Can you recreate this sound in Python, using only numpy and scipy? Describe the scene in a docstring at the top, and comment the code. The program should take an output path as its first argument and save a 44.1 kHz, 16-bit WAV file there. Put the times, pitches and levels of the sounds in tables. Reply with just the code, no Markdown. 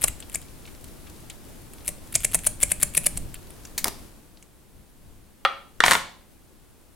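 """A beaded rubber strap is peeled by hand out of a long mould, close by, above a desk in a small room.
Each bead tears loose with a sticky crackle, its pocket pops open and the rubber snaps back.
The strap's ends rip free and flap; the bending mould rumbles.
A steady background hiss swells with each bend and fades after the peeling.
The empty mould is then knocked on the desk, rings, and clatters down beside the others."""
import sys
import numpy as np
from scipy import signal
from scipy.fft import rfft, irfft
from scipy.io import wavfile
from scipy.ndimage import uniform_filter1d

SR = 44100
rng = np.random.default_rng(int(sys.argv[2]) if len(sys.argv) > 2 else 0)


def pcm_store(signal):
    """Save signal as 16-bit PCM."""
    levels = np.round(np.clip(np.atleast_2d(signal), -1, 1) * 32767)
    wavfile.write(sys.argv[1], SR, levels.astype(np.int16).T)


N = 306495
T = np.arange(N) / SR

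# Beads leaving their pockets. Each row: time in seconds, pop level in dB, pocket pitch in Hz,
# snap delay in seconds, snap level in dB.
BEAD_RELEASES = [(0.0403, -6, 8220, 0.0024, -12), (.347, -17.5, 7000, 0.0091, -18.5),
                 (1.8799, -12.5, 8910, 0.0096, -21.5), (2.154, -6, 7640, .0046, -12.5),
                 (2.247, -11, 8060, 0.0024, -11), (2.3462, -6, 8470, 0.006, -12),
                 (2.468, -7, 8320, 0.0035, -9), (2.6308, -5.5, 8105, 0.0032, -9),
                 (2.7165, -22, 8900, 0.0016, -9), (2.83, -5.5, 8740, 0.0029, -13),
                 (2.972, -9, 8880, 0.0045, -7), (3.0646, -7.5, 9080, 0.0035, -11),
                 (3.174, -18.5, 8530, 0.0016, -26)]


def undb(db):
    """Decibels to gain."""
    return 10 ** (np.asarray(db) / 20)


def unit(x):
    """Scale to rms 1."""
    return x / np.sqrt(np.mean(x ** 2))


def add(track, start_s, sound):
    """Mix a sound into a track."""
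    start = int(start_s * SR)
    sound, start = sound[max(-start, 0):], max(start, 0)
    track[start:start + len(sound)] += sound[:N - start]


def butter(x, order, hz, kind="low"):
    """Butterworth filter."""
    return signal.sosfilt(signal.butter(order, hz, kind, fs=SR, output="sos"), x)


def colour(x, points, size=4096):
    """Minimum-phase filter through (Hz, dB) points; keeps the power of white noise."""
    hz, db = np.transpose(points)
    grid_hz = np.maximum(np.arange(size // 2 + 1) * SR / size, 1)
    gain = undb(np.interp(np.log(grid_hz), np.log(hz), db))
    cepstrum = irfft(np.log(gain))
    cepstrum[1:size // 2] *= 2
    cepstrum[size // 2 + 1:] = 0
    response = irfft(np.exp(rfft(cepstrum)))
    return signal.fftconvolve(x, response / np.linalg.norm(response))[:len(x)]


def resonate(x, hz, width_hz):
    """One resonance, gain 1 at its centre."""
    q = hz / min(width_hz, .3 * SR)
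    return signal.lfilter(*signal.iirpeak(min(hz, .45 * SR), q, SR), x)


def grit(size, spread_db):
    """Noise of tiny clicks of uneven size."""
    return unit(rng.standard_normal(size) * undb(spread_db * np.minimum(rng.exponential(size=size), 5)))


def walk(rate_hz):
    """Slow random wander, rms 1."""
    hold = int(SR / rate_hz)
    steps = np.repeat(rng.standard_normal(N // hold + 1), hold)
    return unit(uniform_filter1d(uniform_filter1d(steps, hold), hold)[:N])


def burst(noise, decay_s):
    """Decaying noise whose energy depends only on the decay time."""
    fade = np.exp(-T[:len(noise)] / decay_s)
    return noise * fade * np.linalg.norm(fade) / np.linalg.norm(noise * fade)


def ring(hz, scatter, decay_s, size=4096):
    """Damped sine, randomly detuned."""
    pitch_hz = hz * (1 + scatter * rng.standard_normal())
    return np.sin(2 * np.pi * pitch_hz * T[:size]) * np.exp(-T[:size] / decay_s)


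def envelope(start_s, end_s, attack_s, release_s):
    """Swell up to the start, hold to the end, die away."""
    return np.exp(np.minimum(T - start_s, 0) / attack_s - np.maximum(T - end_s, 0) / release_s)


def panned(db):
    """Stereo gains, left above right by db."""
    return undb(np.array([[db], [-db]]) / 2)


def stereo_noise(points, side_db, grain_db):
    """Coloured noise, wider in the bass."""
    mid, side = (colour(grit(N, grain_db), points) for _ in range(2))
    side = undb(side_db) * side + .26 * butter(side, 1, 200)
    return unit(mid + side * np.array([[1], [-1]]))


def force_db(pop_db, snap_db):
    """How hard a bead was held: mean power of its pop and snap."""
    return 10 * np.log10((undb(pop_db) ** 2 + undb(snap_db) ** 2) / 2)


def room_air(level_db=-57.5):
    """Still air of the room: faint steady noise."""
    # Each row: frequency in Hz, level in dB.
    air_spectrum = [(20, -2.5), (46, -1.5), (110, -10), (300, -11), (780, -20), (1800, -26), (3000, -27.5),
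                    (6000, -32), (9000, -27.5), (16000, -30.5)]
    return undb(level_db) * stereo_noise(air_spectrum, side_db=-5, grain_db=.2)


def room(x, onset_s=.0017, size=32768):
    """Diffuse tail of a small room, partly unlike in the two ears, treble dying first."""
    # Each row: frequency in Hz, t60 in seconds.
    decay_times = [(200, 0.53), (1500, 0.39), (4000, .48), (9000, 0.31), (16000, 0.21)]
    noise = rng.standard_normal(size) + .85 * rng.standard_normal((2, size))
    hz, t, cells = signal.stft(noise, SR, nperseg=256)
    t60_s = np.interp(hz, *np.transpose(decay_times))[:, None]
    tail = signal.istft(cells * np.exp(-np.log(1000) * t / t60_s), SR)[1][:, :size]
    tail *= 1 - np.exp(-(T[:size] / onset_s) ** 2)
    return signal.fftconvolve(x[None], tail / np.linalg.norm(tail[0]), axes=1)[:, :N]


def place(x, pan_db, scatter_db, room_db, paths=4, size=512):
    """Direct sound, room, and scatter off the moving hands that parts left from right."""
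    scatter = np.zeros(N)
    for _ in range(paths):
        taps = burst(rng.standard_normal(size), decay_s=.0015)
        reflection = signal.fftconvolve(x, taps / np.linalg.norm(taps))[:N]
        scatter += walk(rate_hz=4.5) * reflection / np.sqrt(paths)
    side = undb(scatter_db) * scatter * np.array([[1], [-1]])
    return x * panned(pan_db) + side + undb(room_db) * room(x)


def desk_echo(x, delay_s=.0115, level_db=-11.5, cutoff_hz=900):
    """Dull reflection off the desk."""
    echo = np.zeros(N)
    add(echo, delay_s, undb(level_db) * butter(x, 2, cutoff_hz))
    return echo


def bending(work, rest_db=-73, work_db=-53.5, bead_db=-31):
    """Amplitude of the mould's rumble: steady work, a flex per bead, a swell per shift of grip."""
    # Each row: centre in seconds, level in dB, half length in seconds.
    grip_shifts = [(0.092, -37, 0.024), (3.218, -35.5, 0.12), (3.862, -37, 0.054), (4.78, -48.5, 0.059),
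                   (5.118, -49.5, 0.18), (5.89, -44.5, 0.13)]
    power = undb(rest_db) ** 2 + (undb(work_db) * work) ** 2
    for at_s, pop_db, _, _, snap_db in BEAD_RELEASES:
        flex = envelope(at_s, at_s, attack_s=.03, release_s=.19)
        power += (undb(force_db(pop_db, snap_db) + bead_db) * flex) ** 2
    for at_s, db, half_s in grip_shifts:
        power += undb(db) ** 2 * np.exp(-2 * ((T - at_s) / half_s) ** 2)
    return np.sqrt(power)


def hiss_and_rumble(rest_db=-64, work_db=-54, swell_db=-20):
    """The bending mould rumbles; a background hiss swells with each bend and fades after the peeling."""
    # Each row of both: frequency in Hz, level in dB.
    hiss_spectrum = [(12, -39.5), (20, 1), (43, 1), (146, -6), (182, -6), (262, -7), (337, -7.5),
                     (399, -11.5), (1090, -20), (2260, -25), (6180, -27.5), (10200, -24), (16000, -31)]
    rumble_spectrum = [(15, 1.5), (45, -1), (75, -4), (140, -9), (240, -16), (600, -37.5), (1500, -53)]
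    work = envelope(0, end_s=4.04, attack_s=1, release_s=.2)
    bend = bending(work)
    hiss = stereo_noise(hiss_spectrum, side_db=-3.5, grain_db=1.2)
    hiss /= butter(hiss, 4, 4000, "high").std()  # hiss levels refer to the band above 4 kHz
    hiss_level = np.sqrt(undb(rest_db) ** 2 + (undb(work_db) * work) ** 2 + (undb(swell_db) * bend) ** 2)
    flicker = undb(.5 * walk(rate_hz=25))
    rumble = bend * stereo_noise(rumble_spectrum, side_db=-14, grain_db=.3)
    return (hiss * hiss_level * flicker + rumble) * panned(1.7)


def fingers(start_s=.2, end_s=3.7, softest_db=-53, count=80, size=2048):
    """Fingertips slip on the rubber in faint scuffs of random pitch and length."""
    out = np.zeros(N)
    for when, pitch, force, length in rng.random((count, 4)):
        hz = 1800 * 7 ** pitch
        friction = unit(resonate(grit(size, 3), hz, width_hz=hz))
        scuff = burst(friction, decay_s=.00055 + .0048 * length ** 2)
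        add(out, start_s + when * (end_s - start_s), undb(softest_db + 7 * force) * scuff)
    return out


def mould_ring(scatter, size, damping_s=.034, buzz=.06):
    """Modes of the struck mould, damped by hand and mat."""
    # Each row: frequency in Hz, level in dB, t60 in seconds before that damping.
    mould_modes = [(547.4, -12.5, 0.063), (796, -11, 0.11), (1204, -7.5, 0.088), (1269, -8.5, 0.15),
                   (1339, -2.5, .06), (1864, -10, 0.056), (2144, -9, 0.04), (2310, -7.5, 0.022),
                   (2840, -13, .03), (3070, -18.5, 0.025), (3340, -7, 0.023), (4150, -16.5, 0.032),
                   (4510, -17.5, 0.0298)]
    hz, db, t60_s = np.transpose(mould_modes)[:, :, None]
    t = T[:size]
    detune, strike = rng.standard_normal((2, len(hz), 1))
    # The loose contact buzzes, blurring the upper modes most.
    blur = buzz * hz / hz.mean() * np.cumsum(rng.standard_normal((len(hz), size)), axis=1)
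    phase = 2 * np.pi * hz * (1 + scatter * detune) * t + blur
    fade = np.exp(-np.log(1000) * t / t60_s - t / damping_s)
    modes = undb(db + 1.5 * strike) * np.cos(phase) * fade
    return modes[::2].sum(0) - modes[1::2].sum(0)


def mould_blows(drop_s=5.7, skid_db=-25.5, size=8192):
    """The mould hits the desk and its neighbours: each contact cracks and rings it; it skids to rest."""
    # Each row: start in seconds, level in dB, contact cut-off in Hz.
    blows = [(5.4501, -10, 4070), (5.4593, -18, 2600), (5.8040, -5, 5000), (5.8381, -0.5, 4064),
             (5.8449, -12, 5500), (5.8620, -9, 12000), (5.8816, -6, 4443), (5.9101, -6, 10970),
             (5.9169, -7.5, 11000), (5.9223, -9.5, 6000), (5.9335, -12, 12000), (5.9519, -6.5, 3910)]
    # Each row: frequency in Hz, level in dB.
    contact_spectrum = [(60, -20.5), (200, -10), (350, -11), (600, -6.5), (1000, -2), (2000, -0.5),
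                        (2600, -7), (3600, -4.5), (5000, -11.5), (9000, -7), (16000, -22)]
    rings, cracks = np.zeros((2, N))
    for at_s, db, cutoff_hz in blows:
        # Held, it rings true; once dropped, each contact weakens and shifts its modes.
        ring_db, scatter = (1, .005) if at_s < drop_s else (-17, .09)
        add(rings, at_s, undb(db + ring_db) * mould_ring(scatter, size))
        contact = burst(grit(size, 2.5), decay_s=.0026)
        add(cracks, at_s, undb(db) * butter(contact, 3, cutoff_hz))
        add(cracks, at_s, undb(db - 18) * np.diff(contact[:48]))  # bright click of first touch
    sliding = undb(skid_db) * envelope(start_s=5.852, end_s=5.945, attack_s=.004, release_s=.028)
    skid = sliding * grit(N, 2.5)
    desk_shake = sliding * undb(-13.5) * unit(resonate(rng.standard_normal(N), hz=130, width_hz=300))
    radiated = butter(rings, 5, [400, 4700], "band")  # a slim bar: no deep bass or high treble
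    return radiated + desk_shake + colour(cracks + skid, contact_spectrum)


def strap_slaps(size=4096):
    """The strap's head, later its tail, rips free with a bright crack and flaps dully on the mould."""
    # Each row: start in seconds, crack level in dB, flap level in dB, decay in seconds.
    slaps = [(.0405, -33, -26.5, 0.0051), (3.7787, -18.5, -39.5, 0.01), (3.8433, -8.5, -28.5, 0.0021),
             (3.855, -31.5, -26, 0.011), (3.8700, -28, -29.5, 0.0081), (3.8811, -17.5, -26, 0.0028)]
    # Each row of both: frequency in Hz, level in dB.
    crack_spectrum = [(100, -49.5), (700, -24), (1300, -18), (2100, -5.5), (3200, -13), (4800, -6.5),
                      (7000, -6.5), (10000, -8), (16000, -9)]
    flap_spectrum = [(60, -40), (200, -5.5), (900, 2), (1600, -6), (3000, -29), (16000, -59)]
    cracks, flaps = np.zeros((2, N))
    for at_s, crack_db, flap_db, decay_s in slaps:
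        add(cracks, at_s, undb(crack_db) * burst(grit(size, .91), decay_s))
        add(flaps, at_s, undb(flap_db) * burst(rng.standard_normal(size), decay_s))
    return colour(cracks, crack_spectrum) + colour(flaps, flap_spectrum)


def tick(hz, decay_s, attack_s=.00056, groove_db=-3, size=2048):
    """A tacky spot parts: a crackle in a narrow gap, which also rings the groove."""
    crackle = grit(size, 3) * (1 - np.exp(-T[:size] / attack_s))
    gap = resonate(resonate(crackle, hz, .498 * hz), hz, .64 * hz)
    groove = undb(groove_db) * resonate(crackle, hz=2540, width_hz=1500)
    return burst(unit(gap + groove), decay_s)


def lone_ticks(decay_cycles=23):
    """Tacky rubber lets go in single spots; low ticks last longer."""
    # Each row: start in seconds, level in dB, centre in Hz.
    ticks = [(0.018, -22, 10400), (.076, -24.5, 9300), (.081, -16.5, 8900), (0.2018, -32, 8260),
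             (0.2241, -39.5, 3080), (.297, -35.5, 8600), (.415, -38, 9000), (.652, -44.5, 2980),
             (0.674, -45, 2000), (.842, -37, 9500), (1.068, -48, 1500), (1.2987, -31, 8100),
             (1.301, -38.5, 3330), (1.7345, -36.5, 9700), (2.204, -29.5, 9600), (2.389, -28, 8000),
             (2.9493, -18.5, 9500), (3.3424, -28, 9600), (3.353, -43, 3060), (3.504, -37.5, 9600),
             (3.651, -34, 6000), (4.371, -50, 3940), (4.4253, -42.5, 7060)]
    out = np.zeros(N)
    for at_s, db, hz in ticks:
        add(out, at_s, undb(db) * tick(hz, decay_cycles / hz))
    return out


def warning_cracks(early_s=.036, late_s=.003, relative_db=-12, growth_db_per_s=352.5, count=4):
    """Ticks ahead of each pop, growing as strain builds on the bead."""
    out = np.zeros(N)
    for at_s, pop_db, _, _, snap_db in BEAD_RELEASES:
        for k in range(count):
            lead_s = late_s + (early_s - late_s) * (k + rng.random()) / count
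            db = force_db(pop_db, snap_db) + relative_db - growth_db_per_s * lead_s
            add(out, at_s - lead_s, undb(db) * tick(hz=9600, decay_s=.0018))
    return out


def squeak(hz, rise_s=.0034, fall=.6, glide_s=.013, width_hz=1100, size=2048):
    """The gap under a lifting bead grows: a rough whistle swells and falls to the pocket's pitch."""
    rough = butter(rng.standard_normal((2, size)), 2, width_hz)
    pitch_hz = hz * (1 + fall * (1 - np.exp(-T[:size] / glide_s)))
    phase = 2 * np.pi * np.cumsum(pitch_hz) / SR
    whistle = unit(rough[0] * np.cos(phase) + rough[1] * np.sin(phase))
    return burst(whistle, rise_s)[::-1]  # built backwards from the pop


def pocket_pop(hz, gap_s=.0026, step_db=-4, swell_s=.00034, glide=.0635, gulps=3, size=1024):
    """A pocket opens in quick gulps; its air rings higher as the mouth widens."""
    out = np.zeros(size)
    for k in range(gulps):
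        jitter, detune = rng.standard_normal(2)
        age = np.maximum(T[:size] - k * gap_s * (1 + .023 * jitter), 0) / swell_s
        pitch_hz = hz * (1 + glide * k + .0338 * detune + .3 * rng.standard_normal(size))
        swell = undb(k * step_db) * age * np.exp(1 - age)
        out += swell * np.sin(2 * np.pi * np.cumsum(pitch_hz) / SR)
    return np.sqrt(2) * out


def beads(tear_s=.009, snap_s=.003, drag_s=.012, size=4096):
    """Tearing builds to each pop; the rubber snaps back, drags on the groove's lip, thumps the wall."""
    # Each row of both: frequency in Hz, level in dB.
    tear_spectrum = [(400, -30.5), (1500, -28), (2250, -4.5), (3300, -4.5), (5600, -0.5), (8200, -7),
                     (10000, -0.5), (12500, -2), (16000, -22)]
    snap_spectrum = [(150, -14), (500, -16), (1400, -11), (2200, 6), (3300, -4.5), (5400, -12.5),
                     (8000, 8.5), (10500, 10.5), (13000, -4), (16000, -25.5)]
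    pops, tears, snaps, thumps = np.zeros((4, N))
    for at_s, pop_db, hz, delay_s, snap_db in BEAD_RELEASES:
        held_db = force_db(pop_db, snap_db)
        tearing, snapping, dragging = grit(size, 4.5), grit(size, 2.5), grit(size, 4.5)
        add(tears, at_s - size / SR + .002, undb(held_db - 23) * burst(tearing, tear_s)[::-1])
        whistle = squeak(hz)
        add(pops, at_s - len(whistle) / SR, undb(pop_db - 16) * whistle)
        add(pops, at_s - .0005, undb(pop_db) * pocket_pop(hz))
        hollow_groove = ring(hz=2250, scatter=.16, decay_s=.0018)
        add(pops, at_s, undb(pop_db - 16) * hollow_groove)
        recoil_s = at_s + delay_s
        add(snaps, recoil_s - .0005, undb(snap_db) * burst(snapping, snap_s))
        add(snaps, recoil_s, undb(snap_db - 24.5) * burst(dragging, drag_s))
        add(thumps, recoil_s - .002, undb(held_db - 17) * ring(hz=607, scatter=.069, decay_s=.0046))
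        add(thumps, recoil_s, undb(held_db - 26) * ring(hz=170, scatter=.26, decay_s=.018))
    return pops + colour(tears, tear_spectrum) + colour(snaps, snap_spectrum) + thumps


def scene():
    """Peeling close by, knocks further off on the desk."""
    peel = beads() + lone_ticks() + warning_cracks() + fingers()
    return (place(peel + desk_echo(peel), pan_db=1.7, scatter_db=-10, room_db=-15)
            + place(strap_slaps(), pan_db=3.5, scatter_db=-5, room_db=-11.5)
            + place(mould_blows(), pan_db=1.3, scatter_db=-11, room_db=-9.5)
            + hiss_and_rumble() + room_air())


def record(dry):
    """Clip at full scale, low-pass at 16 kHz."""
    lowpass = signal.ellip(8, .2, 70, 16000, fs=SR, output="sos")
    return signal.sosfilt(lowpass, np.clip(dry, -1, 1))


dry = scene()
out = record(dry)
pcm_store(out)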